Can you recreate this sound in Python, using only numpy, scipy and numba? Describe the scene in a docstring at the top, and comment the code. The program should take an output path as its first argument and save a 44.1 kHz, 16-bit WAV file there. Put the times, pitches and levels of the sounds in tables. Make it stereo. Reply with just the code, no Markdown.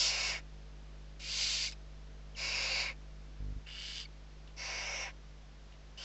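"""Young barn owls in a wooden nest box, heard close to a camera microphone over mains hum and amplifier noise.
A hiss and a rasp are already sounding; a rasp with squeaks near its end and a full hiss led by a squeak follow.
The hum swells into a soft buzzing thump, then come a rasp squeaking at start and end, a hiss and small clicks.
A last rasp opens with a squeak and is cut short. Calls are fluttering noise ringing throat and beak;
squeaks are gliding tones, clicks are noise bursts, and the box colours them all."""
import sys
import numpy as np
from scipy import signal
from scipy.fft import rfft, irfft
from scipy.io import wavfile
from scipy.ndimage import uniform_filter1d
from numba import njit

SR = 44100
rng = np.random.default_rng(int(sys.argv[2]) if len(sys.argv) > 2 else 0)


def store_pcm(level_fs):
    """Save levels as 16-bit WAV."""
    pcm = np.round(np.clip(level_fs, -1, 1) * 32767).astype(np.int16)
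    wavfile.write(sys.argv[1], SR, np.atleast_2d(pcm).T)


N = 266364
T = np.arange(N) / SR

# Amplifier noise colour. Each row: frequency in Hz, relative density in dB per Hz.
NOISE_COLOUR = [(25, 16.5), (100, 12), (250, 8), (500, 5.5), (1000, 2.5), (2000, 0), (3500, -2), (5000, -4),
                (6200, -7), (7200, -11), (8000, -18)]
MAINS_HZ = 50
# Partials of the hum. Each row: multiple of the mains frequency, relative level in dB.
HUM_PARTIALS = [(1, 0), (2, -29.5), (3, -10.5), (4, -24.5), (5, -23.5), (6, -27.5), (7, -27.5), (8, -33),
                (9, -26.5), (10, -41), (11, -26), (13, -26.5), (15, -32.5)]
# Slow drift of the hum. Each row: time in seconds, rms level in dB.
HUM_LEVEL = [(0, -49.5), (.23, -49.5), (.29, -47.5), (.34, -49.3), (3.3, -49), (3.7, -51.3), (5.3, -51),
             (5.4, -53), (6.04, -53.5)]
# Partials of the buzzing thump. Each row: multiple of the mains frequency, relative level in dB.
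BUZZ_PARTIALS = [(1, 2.5), (2, -6), (3, -12), (4, -36), (5, -14.5), (6, -22), (7, -23.5), (8, -26.5),
                 (9, -26), (13, -35)]
# Surges of the hum. Each row: start in seconds, length in seconds, rms level at full swell in dB.
HUM_SURGES = [(3.394, .148, -42), (3.551, .04, -41)]
SURGE_EDGE_S = .012
# Clicks of beak and bedding, and one small puff of breath (the row at 1.722 s). Each row: start in seconds,
# level in dB, centre in Hz, width in Hz, # decay time in seconds.
CLICKS = [(1.713, -43, 4500, 3500, 0.0025), (1.722, -46, 3240, 3970, 0.008),
          (4.475, -51, 3000, 1500, 0.0042), (4.490, -61, 2880, 1200, 0.013),
          (5.722, -56.5, 2800, 1200, 0.0074), (5.738, -59, 2800, 1200, 0.0083)]
# Squeaks. Each row: start in seconds, length in seconds, start pitch in Hz, end pitch in Hz, level in dB,
# octave against the note in dB.
SQUEAKS = [(1.666, 0.0276, 2570, 2030, -42.5, -12), (1.717, 0.024, 2640, 2510, -53.5, 3),
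           (2.345, 0.018, 3370, 2540, -52.5, -18), (3.659, 0.016, 2680, 2810, -57, -22),
           (4.051, 0.011, 2310, 2170, -50.5, 3.5), (5.97, 0.066, 2950, 3170, -50, -20)]

# Resonances of each call: first the throat, then the beak, then those that stay put.
# Each row: centre before any glide in Hz, filter width in Hz, relative level in dB.
RASP_THROATS = [[(3240, 760, 2), (4920, 1800, -2), (1220, 470, -12.5), (6600, 1940, -15.5)], [(3150, 2060, 0.5), (4640, 1300, -0.5), (1190, 2800, -15),
                                        (5720, 2800, -6.5), (2370, 680, -2.5)], [(3020, 870, 5.5), (4640, 1500, 0.5),
                                                               (2040, 2000, -7), (6270, 4000, -13)], [(2980, 800, 2),
                                                                                      (4900, 1600, -3),
                                                                                      (1490, 5000, -10.5),
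                                                                                      (6100, 1500, -16)]]
HISS_THROATS = [[(2505, 1100, 1.5), (5060, 1900, -2), (910, 1600, -7.5), (6870, 870, -11),
                 (3820, 1300, -12.5)], [(2455, 740, 1), (4740, 1400, -7), (926, 1800, -11.5),
                                        (6780, 630, -17), (4030, 1100, -12.5)], [(2320, 1060, 0.5), (5500, 820, -9),
                                                               (840, 1050, -5), (5620, 1030, -7),
                                                               (3820, 1300, -21)]]
TREBLE_FROM_HZ = 3500  # resonances from here up are the treble of a call, those below its body

# Rasps. Each row: start in seconds, length in seconds, time of greatest effort as a share of the length,
# body level there in dB, swell up to it in dB, treble against the body there in dB, treble swell in dB,
# throat shift there in semitones, flutter in Hz, roughness from 0 to 1.
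RASPS = [(-.3, 0.44, 0.54, -39.5, 15, 9.5, 8, .4, 313, 0.34),
         (1.192, 0.5234, 0.51, -39, 16, 3, 4.5, 0.33, 336.6, .33),
         (3.663, 0.397, 0.76, -46.5, 5, -0.9, 11.5, 0.74, 222, 0.64),
         (5.971, 0.54, 0.34, -44, 9.5, -1.2, 1.5, 1.4, 233, 0.3)]
RASP_ATTACK_S, RASP_RELEASE_S = 0.007, 0.052
END_SLACK = 0.49  # slackness at the end, before squaring; the start is 1
SLACK_SEMITONES = -2  # the throat sits lower at least effort

# Hisses. Each row: start in seconds, length in seconds, attack time constant in seconds, release in seconds,
# body level at full pressure in dB, treble against the body in dB, treble fade over the call in dB
# (negative brightens), throat drift over the call in semitones, beak shift in the first half in semitones,
# flutter in Hz, roughness from 0 to 1.
HISSES = [(-.12, .53, 0.086, 0.12, -39, 0.5, -3.5, -2.7, -0.5, 328, 0.08),
          (2.356, 0.58, 0.073, 0.12, -38, -1, -2.5, -0.026, 1, 296.5, 0.05),
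          (4.562, 0.558, 0.06, 0.097, -42.5, -2.5, 1.5, 0.86, -3, 287, 0.1)]
OPENING_TREBLE_DB = 6.5  # extra treble while the pressure still builds
CLOSING_TREBLE_DB, CLOSING_SEMITONES = -13.5, -2.1  # a hiss dulls and sinks as the throat closes
BEAK_MOVE_S = .06  # the beak changes its opening around halfway through a hiss

# Standing waves of the box, peaks and nulls at the microphone.
# Each row: centre in Hz, nominal width in Hz, boost or cut in dB.
BOX_MODES = [(538, 50, 8), (645, 35, 4), (790, 45, 4), (857, 40, -11), (965, 60, 3), (1080, 90, 4.5),
             (1168, 92, -10), (1330, 45, 4), (1555, 90, 3), (1690, 25, -3), (2235, 130, 3.5),
             (2343, 55, -6), (2765, 70, 3), (2895, 50, 2), (3350, 80, -11), (3452, 35, 7), (3655, 45, 3),
             (4120, 35, 4), (4175, 35, -7), (4280, 60, 3), (4645, 50, 2), (4800, 55, 3), (5460, 45, 3),
             (5560, 60, -3), (6150, 45, 5), (6360, 60, -4), (7230, 170, 5)]
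TOP_HZ = 7850  # upper limit of the camera sound


def undb(db):
    """Decibels to gain."""
    return 10 ** (np.asarray(db) / 20)


def unit(x):
    """Scale to rms 1."""
    return x / np.sqrt(np.mean(x ** 2) + 1e-20)


def span(start, end):
    """Sample numbers between two times, kept within the scene."""
    return np.arange(max(int(start * SR), 0), min(int(end * SR), N))


def gate(t, length, attack, release):
    """Rises at time 0, holds, and has fallen again after the length."""
    return np.clip(np.minimum(t / attack, (length - t) / release), 0, 1)


@njit
def bandpass(x, hz, width):
    """State-variable band-pass with a moving centre and a gain of 1 there."""
    y, band, low = np.empty(len(x)), 0., 0.
    for i in range(len(x)):
        g, damping = np.tan(np.pi * hz[i] / SR), width / hz[i]
        v = (band + g * (x[i] - low)) / (1 + g * (g + damping))
        band, low = 2 * v - band, low + 2 * g * v
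        y[i] = damping * v
    return y


def resonate(x, hz, width):
    """A resonance with steep skirts: the same band-pass twice."""
    centre = hz * np.ones(len(x))
    once = bandpass(x, centre, float(width))
    return bandpass(once, centre, float(width))


def amplifier(noise_db=-61.0):
    """Smooth electronic noise, strongest in the bass."""
    hz, db = np.transpose(NOISE_COLOUR)
    bins = np.linspace(0, SR / 2, N // 2 + 1)
    colour = undb(np.interp(np.log(bins + 1), np.log(hz), db))
    noise = irfft(rfft(rng.standard_normal(N)) * colour, N)
    return undb(noise_db) * unit(noise)


def mains(partials, smear):
    """One pulse for each mains cycle, rounded off because the higher partials arrive out of step."""
    phase = 2 * np.pi * MAINS_HZ * T - np.pi / 2
    return unit(sum(undb(db) * np.cos(round(k) * phase - smear * (k - 1) ** 2) for k, db in partials))


def hum():
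    """Mains pick-up of slowly drifting level, which surges for a moment into a buzzing thump."""
    seconds, db = np.transpose(HUM_LEVEL)
    level = undb(np.interp(T, seconds, db))
    surge = 0
    for start, length, surge_db in HUM_SURGES:
        surge = surge + undb(surge_db) * gate(T - start, length, SURGE_EDGE_S, SURGE_EDGE_S)
    return -level * mains(HUM_PARTIALS, smear=0.123) - surge * mains(BUZZ_PARTIALS, smear=0.048)


def clicks():
    """Tiny knocks and scrapes of beak and bedding, and a small puff of breath: band-passed noise that dies at
    once."""
    out = np.zeros(N)
    for start, db, hz, width, decay in CLICKS:
        i = span(start, start + 0.14)
        grain = unit(resonate(rng.standard_normal(len(i)), hz, width))
        out[i] += undb(db) * np.exp(-(T[i] - start) / decay) * grain
    return out


def squeaks(waver=0.14):
    """The throat briefly sings a gliding, unsteady note with its octave."""
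    out = np.zeros(N)
    for start, length, start_hz, end_hz, db, octave_db in SQUEAKS:
        i = span(start, start + length)
        # smoothing over 40 samples also shrinks the waver
        wobble = uniform_filter1d(rng.standard_normal(len(i)), size=40)
        hz = np.linspace(start_hz, end_hz, len(i)) * (1 + waver * wobble)
        phase = 2 * np.pi * np.cumsum(hz) / SR
        note = np.sin(phase) + undb(octave_db) * np.sin(2 * phase)
        out[i] += undb(db) * signal.windows.tukey(len(i), .7) * note
    return out


def flutter(count, rate_hz, depth, jitter=.3, scatter_db=1.0, open_share=0.32):
    """Membranes in the throat flap unevenly and chop the air into puffs."""
    chance = rng.standard_normal((1000, 2))
    edges = np.cumsum(np.exp(jitter * chance[:, 0])) / rate_hz
    cycle = np.interp(np.arange(count) / SR, edges - edges[0], np.arange(len(edges)))
    puff_gain = undb(scatter_db * chance[cycle.astype(int), 1])
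    puffs = unit(np.exp(-(cycle % 1) / open_share) * puff_gain)
    depth = np.clip(depth, 0, 1)
    return unit(1 - depth + depth * puffs)


def wall_echoes(x, echo_db=-7, count=10, first_s=0.001488, last_s=.016, low_hz=1500):
    """Each call has its own handful of echoes from the walls, which comb the treble."""
    chance = rng.random((count, 2))
    delays = (first_s + (last_s - first_s) * chance[:, 0]) * SR
    # later echoes are weaker; each one is upright or inverted by chance
    sizes = np.sign(chance[:, 1] - .5) * np.exp(-chance[:, 0])
    taps = np.bincount(delays.astype(int), sizes / np.linalg.norm(sizes))
    treble = signal.sosfilt(signal.butter(2, low_hz, "high", fs=SR, output="sos"), x)
    echoes = signal.fftconvolve(treble, taps)[:N]
    return (x + undb(echo_db) * echoes) / np.hypot(1, undb(echo_db))


def call(i, throat, gain, treble_db, shifts, flutter_hz, rough):
    """Chopped, turbulent air rings throat and beak; their resonances glide (semitones) as the bird moves them."""
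    air = flutter(len(i), flutter_hz, rough)
    body, treble = 0, 0
    for k, (hz, width, db) in enumerate(throat):
        glide = 2 ** (shifts[k] / 12) if k < 2 else 1
        turbulence = air * rng.standard_normal(len(i))
        ring = undb(db) * resonate(turbulence, hz * glide, width)
        if hz < TREBLE_FROM_HZ:
            body = body + ring
        else:
            treble = treble + ring
    out = np.zeros(N)
    out[i] = gain * (unit(body) + undb(treble_db) * unit(treble))
    return wall_echoes(out)


def rasps():
    """Thinner, rougher begging calls: one arch of effort makes each louder, brighter and higher."""
    out = np.zeros(N)
    for row, throat in zip(RASPS, RASP_THROATS):
        start, length, crest, db, swell_db, treble_db, treble_swell_db, shift, flutter_hz, rough = row
        i = span(start, start + length)
        t = T[i] - start
        slack = np.interp(t / length, [0, np.clip(crest, 0, 1), 1], [1, 0, END_SLACK]) ** 2
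        gain = undb(db - swell_db * slack) * gate(t, length, RASP_ATTACK_S, RASP_RELEASE_S)
        bright_db = treble_db - treble_swell_db * slack
        throat_glide = shift + SLACK_SEMITONES * slack
        out += call(i, throat, gain, bright_db, (throat_glide, 0), flutter_hz, rough)
    return out


def hisses():
    """Long, smooth, full hisses: the pressure builds and holds, then the throat closes."""
    out = np.zeros(N)
    for row, throat in zip(HISSES, HISS_THROATS):
        start, length, attack, release, db, treble_db, fade_db, drift, beak_shift, flutter_hz, rough = row
        i = span(start, start + length)
        t = T[i] - start
        progress = t / length - .5  # -0.5 at the start, 0.5 at the end
        opening = np.exp(-t / attack)
        closing = np.clip(1 - (length - t) / release, 0, 1)
        pressure = (1 - opening) * (1 - closing ** 2)
        bright_db = treble_db - fade_db * progress + OPENING_TREBLE_DB * opening + CLOSING_TREBLE_DB * closing
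        throat_glide = drift * progress + CLOSING_SEMITONES * closing
        beak_glide = beak_shift * (1 - np.tanh((t - length / 2) / BEAK_MOVE_S)) / 2
        gain = undb(db) * pressure
        out += call(i, throat, gain, bright_db, (throat_glide, beak_glide), flutter_hz, rough)
    return out


def nest_box(x):
    """Standing waves between the close walls lift and cancel narrow bands."""
    for hz, width, db in BOX_MODES:
        half = undb(db / 2)  # sharpens boosts and broadens cuts
        x = x + (half ** 2 - 1) * bandpass(x, np.full(N, float(hz)), float(width / half))
    return x


def scene():
    """One microphone in the box feeds both channels; hum and noise bypass the box."""
    birds = hisses() + rasps() + squeaks() + clicks()
    mono = nest_box(birds) + hum() + amplifier()
    return np.array([mono, mono])


def record(dry):
    """The camera cuts the treble off steeply above its upper limit."""
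    return signal.sosfilt(signal.ellip(10, .2, 80, TOP_HZ, fs=SR, output="sos"), dry)


dry = scene()
out = record(dry)
store_pcm(out)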